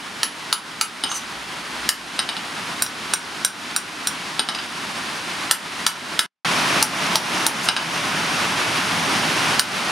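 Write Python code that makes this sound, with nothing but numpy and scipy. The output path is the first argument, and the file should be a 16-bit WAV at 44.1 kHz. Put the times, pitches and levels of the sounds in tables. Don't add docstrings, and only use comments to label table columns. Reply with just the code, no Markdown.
import sys
import numpy as np
from scipy import signal
from scipy.fft import rfft, irfft, next_fast_len
from scipy.io import wavfile
from scipy.ndimage import uniform_filter1d, minimum_filter1d

SR = 44100
rng = np.random.default_rng(int(sys.argv[2]) if len(sys.argv) > 2 else 0)


def wav_out(sig):
    wavfile.write(sys.argv[1], SR, np.round(np.clip(np.atleast_2d(sig).T, -1, 1) * 32767).astype(np.int16))


N = 437031
TIME = np.arange(N) / SR
RING_TIME = TIME[:SR // 4]

# freq_hz, relative density_db_per_hz
HISS_FAR_SPECTRUM = [(25, -51), (45, -27), (70, -13.5), (134, -9), (170, -3.5), (277, -2), (545, -6.5),
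                     (988, -2), (1370, -1.5), (3000, -5.5), (5000, -10), (7920, -19), (9570, -16.5),
                     (16000, -39.5)]
HISS_NEAR_SPECTRUM = [(25, -33), (100, -12), (161, -2.5), (290, -2.5), (463, -5.5), (1020, -1.5),
                      (1480, -1.5), (1650, -3.5), (2760, -4.5), (4030, -9.5), (5570, -11), (7920, -20.5),
                      (9500, -16.5), (16000, -39.5)]
# freq_hz, width_hz, change_db to the hiss
DRONE_PEAKS = [(164.5, 21, 2.5), (269, 86, 1.5), (486, 160, -3.5), (1024, 72, 1.5)]
# peak_s, half_length_s (to 1/e), pitch_hz, level_db
LOW_SWELLS = [(1.7, .45, 57, -49), (2.8, 0.23, 106, -48.5), (9, 0.76, 118.5, -39.5)]
# freq_hz, likeness (0-1)
STEREO_LIKENESS = [(60, 0.86), (110, 0.85), (200, 0.96), (380, 0.9), (700, 0.8), (1290, 0.68), (2380, 0.62),
                   (4400, 0.89), (8120, 0.96), (15000, 0.23)]
# freq_hz, t60_s
SHED_DECAY = [(200, 0.34), (1200, 0.37), (4000, 0.2), (9000, 0.17), (15000, 0.18)]
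# delay_s, gain (before the sideways colour)
NEAR_ECHOES = [(.0066, 0.3), (.0076, 0.11), (0.0129, .14), (0.0219, 0.073)]
# freq_hz, width_hz, change_db to the reflections
SIDEWAYS_PEAKS = [(1335, 200, -0.5), (2950, 180, 1.5), (4300, 1300, -6), (4830, 310, 7)]
# start_s, end_s, level_db, grit_db relative to ring
BAR_SLIDES = [(1.08, 1.163, -22.5, -20), (1.136, 1.185, -23.5, 2), (7.628, 7.664, -26.5, 10)]
# freq_hz, t60_s, relative level_db
SLIDE_MODES = [(6060, 0.11, -1.5), (6330, 0.1, -5), (6580, .08, -13), (6860, .08, -9.5), (7200, .08, -5),
               (7770, .08, -17.5), (8650, .08, -4.5), (9900, .08, -15.5), (11700, .08, -22)]
# start_s, force_db, head_ring_db relative to force, first_flight_s,
# flight_kept (ratio per bounce), bounce_loss_db, touches (count)
HAMMER_DROPS = [(1.037, 4, 1, 0.078, .7, 5.5, 2), (2.1909, 4.5, 0.5, .0987, .777, 5, 3),
                (4.3938, 5, 2.5, .0936, .65, 4, 4), (7.687, 8.5, -3, .0775, .7, 3, 2)]
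# freq_hz, relative density_db_per_hz
KNOCK_SPECTRUM = [(40, -32), (250, -2), (500, -18), (1200, 0), (2100, -3.5), (3000, 2), (4500, 0.5),
                  (6000, -11), (7500, -22), (11000, -22.5), (14000, -41)]
# freq_hz, t60_s, relative level_db
ANVIL_MODES = [(290, 0.034, -28), (825, 0.023, -16), (1373, 0.035, -18.5), (2940, 0.032, -17),
               (3054, 0.081, -24.5), (3860, 0.021, -14.5), (4260, 0.0066, -20), (5037, 0.019, -14)]
HEAD_MODES = [(8910, 0.081, -13.5), (10900, .08, -38), (11500, .12, -37)]
# start_s, force_db, place (A-D), treble_db, head_ring_db relative to force
BAR_BLOWS = [(0.2311, 9, "A", -4, -13), (.527, 9.5, "A", -3.5, -6), (0.8115, 8.5, "A", -5, -2),
             (1.8903, 8, "B", -0.5, -2), (2.8217, 1, "C", 6.5, -4), (2.863, -6.5, "C", -6, -12),
             (3.136, 2.5, "C", -1, 7.5), (3.4478, 4, "C", 1.5, 8.5), (3.472, -12, "C", -2, -6),
             (3.7626, 0, "C", 5.5, 3), (4.0711, .5, "C", 2.5, -3), (5.5109, 9.5, "B", 0, 2),
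             (5.8649, 10, "B", -6, -2.5), (6.1916, 10.5, "B", -4.5, -3), (6.826, 5, "D", 1, -2),
             (7.156, 6, "D", -4.5, -19), (7.4649, 2.5, "D", 5.5, 3), (9.5946, 7, "B", -1.5, 0.5)]
# freq_hz, t60_s, then relative level_db struck at A, B, C, D
BAR_MODES = [(868, 0.043, -35, -45, -43, -14.5), (1330, 0.023, -13, -15.5, -14.5, -16),
             (1497, 0.023, -34, -21, -11, -29), (1750, .025, -37.5, -17, -27.5, -26),
             (2960, 0.034, -18, -15, -37, -31), (3720, 0.027, -32, -24.5, -22.5, -32),
             (3896, 0.042, -18, -21.5, -11.5, -24), (4430, 0.015, -7.5, -16, -29, -14),
             (5045, 0.032, -25, -19.5, -38, -23.5), (5660, 0.066, -40, -42, -12.5, -18),
             (6130, .05, -31, -36, -38.5, -28), (7430, 0.036, -18.5, -22, -14, -39),
             (8740, 0.097, -36.5, -26, -34, -33), (9140, 0.046, -30.5, -21, -13.5, -25),
             (9370, 0.042, -33, -26.5, -17.5, -29), (9750, 0.11, -20, -29, -28, -35),
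             (10050, 0.13, -19, -27.5, -30, -25), (10400, 0.079, -38.5, -34.5, -38.5, -30),
             (11230, 0.1, -39, -41, -28.5, -40), (11430, 0.087, -28.5, -24.5, -41, -43),
             (12300, .07, -37, -36, -43, -44), (13800, .06, -38.5, -34, -26, -44),
             (15400, .08, -47, -47, -46, -54)]
# freq_hz, relative density_db_per_hz
CRACK_SPECTRUM = [(40, -30.5), (250, -13), (500, -9.5), (1200, -2), (2200, -4.5), (4200, 3), (6000, -1),
                  (8000, -6.5), (10500, -6), (13000, -9.5), (16000, -15)]
# start_s, end_s
CUT_START_S, CUT_END_S = (6.262, 6.448)

FORGE_FAR_DB, FORGE_NEAR_DB = -24, -18.5
STIRRING_DB_PER_DB = 0.47
HEAD_LOSS_DB = 6
EDGE_HZ = 15900


def amp(db):
    return 10 ** (np.asarray(db) / 20)


def evened(x):
    return x / np.sqrt(np.mean(x ** 2) + 1e-20)


def read(points, hz):
    f, value = np.transpose(points)
    return np.interp(np.log(hz + 1), np.log(f + 1), value)


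def humps(peaks, hz):
    return sum(db / (1 + (2 * (hz - f) / width) ** 2) for f, width, db in peaks)


def level(points):
    return amp(np.interp(TIME, *np.transpose(points)))


def add(mix, start_s, sound):
    part = mix[round(start_s * SR):][:len(sound)]
    part += sound[:len(part)]


def coloured(x, gain):
    length = x.shape[-1]
    size = next_fast_len(length + 1024)
    spectrum = rfft(x, size) * gain(np.fft.rfftfreq(size, 1 / SR))
    return irfft(spectrum, size)[..., :length]


def stereo(pair):
    def likeness(hz):
        return np.clip(read(STEREO_LIKENESS, hz), 0, .995)

    mid = coloured(pair[0], lambda hz: np.sqrt((1 + likeness(hz)) / 2))
    side = coloured(pair[1], lambda hz: np.sqrt((1 - likeness(hz)) / 2))
    return np.array([mid + side, mid - side])


def ring(modes, detune=0.0015):
    hz, t60_s, level_db = np.transpose(modes)[:, :, None]
    hz = hz * (1 + detune * rng.standard_normal(hz.shape))
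    sign = np.cos(np.pi * np.arange(len(hz)))[:, None]
    waves = sign * np.sin(2 * np.pi * hz * RING_TIME)
    decay = amp(level_db - 60 * RING_TIME / t60_s)
    onset = 1 - np.exp(-RING_TIME / 0.00049)
    return (decay * waves).sum(0) * onset


def contact(spectrum, rise_s):
    u = RING_TIME / rise_s
    shape = u * np.exp(1 - u)
    noise = rng.standard_normal(len(u))
    burst = coloured(noise, lambda hz: amp(read(spectrum, hz))) * shape
    burst = signal.lfilter(*signal.butter(2, 180, "high", fs=SR), burst)
    return burst * np.linalg.norm(shape) / np.linalg.norm(burst)


def hiss(spectrum, flutter_db=0.8):
    noise = rng.standard_normal((2, N))
    air = coloured(noise, lambda hz: amp(read(spectrum, hz) + humps(DRONE_PEAKS, hz)))
    flutter = np.interp(TIME, np.linspace(0, TIME[-1], num=300), rng.standard_normal(300))
    return evened(stereo(air)) * amp(flutter_db * flutter)


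def low_swells(width_share=.17):
    out = np.zeros(N)
    for peak_s, half_s, pitch_hz, level_db in LOW_SWELLS:
        noise = rng.standard_normal(N)
        band = coloured(noise, lambda hz: np.exp(-((hz / pitch_hz - 1) / width_share) ** 2))
        swell = np.exp(-((TIME - peak_s) / half_s) ** 2)
        out += amp(level_db) * swell * evened(band)
    return out


def shed(x, tail_db=-3.0, build_s=0.0031):
    hz, t, z = signal.stft(rng.standard_normal((2, SR // 2)), SR, nperseg=256)
    decay = amp(-60 * t / read(SHED_DECAY, hz)[:, None])
    tail = signal.istft(z * decay, SR, nperseg=256)[1]
    build = 1 - np.exp(-(TIME[:tail.shape[1]] / build_s) ** 2)
    tail = stereo(tail * build)
    response = amp(tail_db) * tail / np.linalg.norm(tail[0])
    for delay_s, gain in NEAR_ECHOES:
        response[:, round(delay_s * SR)] += gain
    response = coloured(response, lambda hz: amp(humps(SIDEWAYS_PEAKS, hz)))
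    return signal.oaconvolve(x[None], response, axes=1)[:, :N]


def slides():
    out = np.zeros(N)
    grit_points = [(1000, -23), (6000, 0.5), (10500, -1.0), (15000, -20)]  # freq_hz, relative level_db
    for start_s, end_s, level_db, grit_db in BAR_SLIDES:
        progress = np.clip(RING_TIME / (end_s - start_s), 0, 1)
        stroke = np.sqrt(np.maximum(np.sin(np.pi * progress), 0))
        grains = stroke * rng.standard_normal(len(RING_TIME)) ** 3
        singing = signal.fftconvolve(grains, ring(SLIDE_MODES, detune=.0005))[:len(grains)]
        grit = coloured(grains, lambda hz: amp(read(grit_points, hz)))
        scrape = evened(singing) + amp(grit_db) * evened(grit)
        add(out, start_s, amp(level_db) * scrape * np.linalg.norm(stroke) / np.linalg.norm(scrape))
    return out


def bounces():
    for start_s, force_db, head_db, flight_s, kept, loss_db, touches in HAMMER_DROPS:
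        for k in range(round(touches)):
            touch_s = start_s + flight_s * np.sum(kept ** np.arange(k))
            yield touch_s, force_db - k * loss_db, head_db - k * HEAD_LOSS_DB


def taps(knock_db=-10.0, anvil_db=.5, room_db=2, head_room_db=-7):
    direct, feed = np.zeros((2, N))
    for touch_s, force_db, head_db in bounces():
        knock = amp(knock_db) * contact(KNOCK_SPECTRUM, rise_s=0.0012)
        hit = knock + amp(anvil_db) * ring(ANVIL_MODES)
        head = amp(head_db) * ring(HEAD_MODES, detune=0.00028)
        add(direct, touch_s, amp(force_db) * (hit + head))
        add(feed, touch_s, amp(force_db) * (amp(room_db) * hit + amp(head_room_db) * head))
    return direct, feed


def blows(crack_db=-9.5, bar_db=0, thud_db=1, room_db=-3.0, head_room_db=-4):
    direct, feed = np.zeros((2, N))
    bar = np.array(BAR_MODES)
    for start_s, force_db, place, treble_db, head_db in BAR_BLOWS:
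        modes = bar[:, [0, 1, 2 + "ABCD".index(place)]]
        crack = amp(crack_db) * contact(CRACK_SPECTRUM, rise_s=0.0013)
        hit = crack + amp(bar_db) * ring(modes)
        tone = [(1500, thud_db), (3500, 0), (5000, 0), (10000, treble_db)]  # freq_hz, change_db
        hit = coloured(hit, lambda hz: amp(read(tone, hz)))
        head = amp(head_db) * ring(HEAD_MODES, detune=0.00067)
        add(direct, start_s, amp(force_db) * (hit + head))
        feed_db = force_db + room_db + STIRRING_DB_PER_DB * force_db
        add(feed, start_s, amp(feed_db) * (hit + amp(head_room_db) * head))
    return direct, feed


def scene():
    struck, struck_feed = blows()
    dropped, dropped_feed = taps()
    slid = slides()
    far = amp(FORGE_FAR_DB) * hiss(HISS_FAR_SPECTRUM)
    near = amp(FORGE_NEAR_DB) * hiss(HISS_NEAR_SPECTRUM)
    forge = np.where(TIME < (CUT_START_S + CUT_END_S) / 2, far, near)
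    room = shed(struck_feed + dropped_feed + slid)
    mix = struck + dropped + slid + room + forge + low_swells()
    return mix * amp([[-.15], [.15]])


def excess(x, threshold_db, hold_s=0.066, release_s=0.1):
    power = uniform_filter1d((x ** 2).mean(0), size=88)
    power_db = 10 * np.log10(abs(power) + 1e-12)
    over_db = np.maximum(power_db - threshold_db, 1e-6)
    size = 2 * round(hold_s * SR / 2) + 1
    held_db = -minimum_filter1d(-over_db, size, origin=size // 2)
    tilt = TIME / release_s
    return np.exp(np.maximum.accumulate(np.log(held_db) + tilt) - tilt)


def slow_gain_control(x, threshold_db=-13.0, slope=1.154, memory_s=1.22, start_db=9):
    before, after = np.split(excess(x, threshold_db), [round(CUT_END_S * SR)])
    r = np.exp(-1 / (memory_s * SR))

    def piled(over_db, first_db):
        return signal.lfilter([1 - r], [1, -r], slope * over_db, zi=[first_db])[0]

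    return x * amp(-np.concatenate([piled(before, start_db), piled(after, 0)]))


def gain_control(x, threshold_db=-13.5, slope=0.75, attack_s=0.0023):
    r = np.exp(-1 / (attack_s * SR))
    cut_db = slope * signal.lfilter([1 - r], [1, -r], excess(x, threshold_db))
    return x * amp(-cut_db)


def record(dry):
    loud = np.clip(gain_control(slow_gain_control(dry)), -1, 1)
    mute = level([(CUT_START_S, 0), (CUT_START_S + .002, -18), (CUT_START_S + .035, -55),
                  (CUT_END_S - .001, -75), (CUT_END_S, 0)])
    lowpass = signal.firwin(255, EDGE_HZ, window=("kaiser", 8), fs=SR)
    return signal.oaconvolve(loud * mute, lowpass[None], "same", axes=1)


dry = scene()
out = record(dry)
wav_out(out)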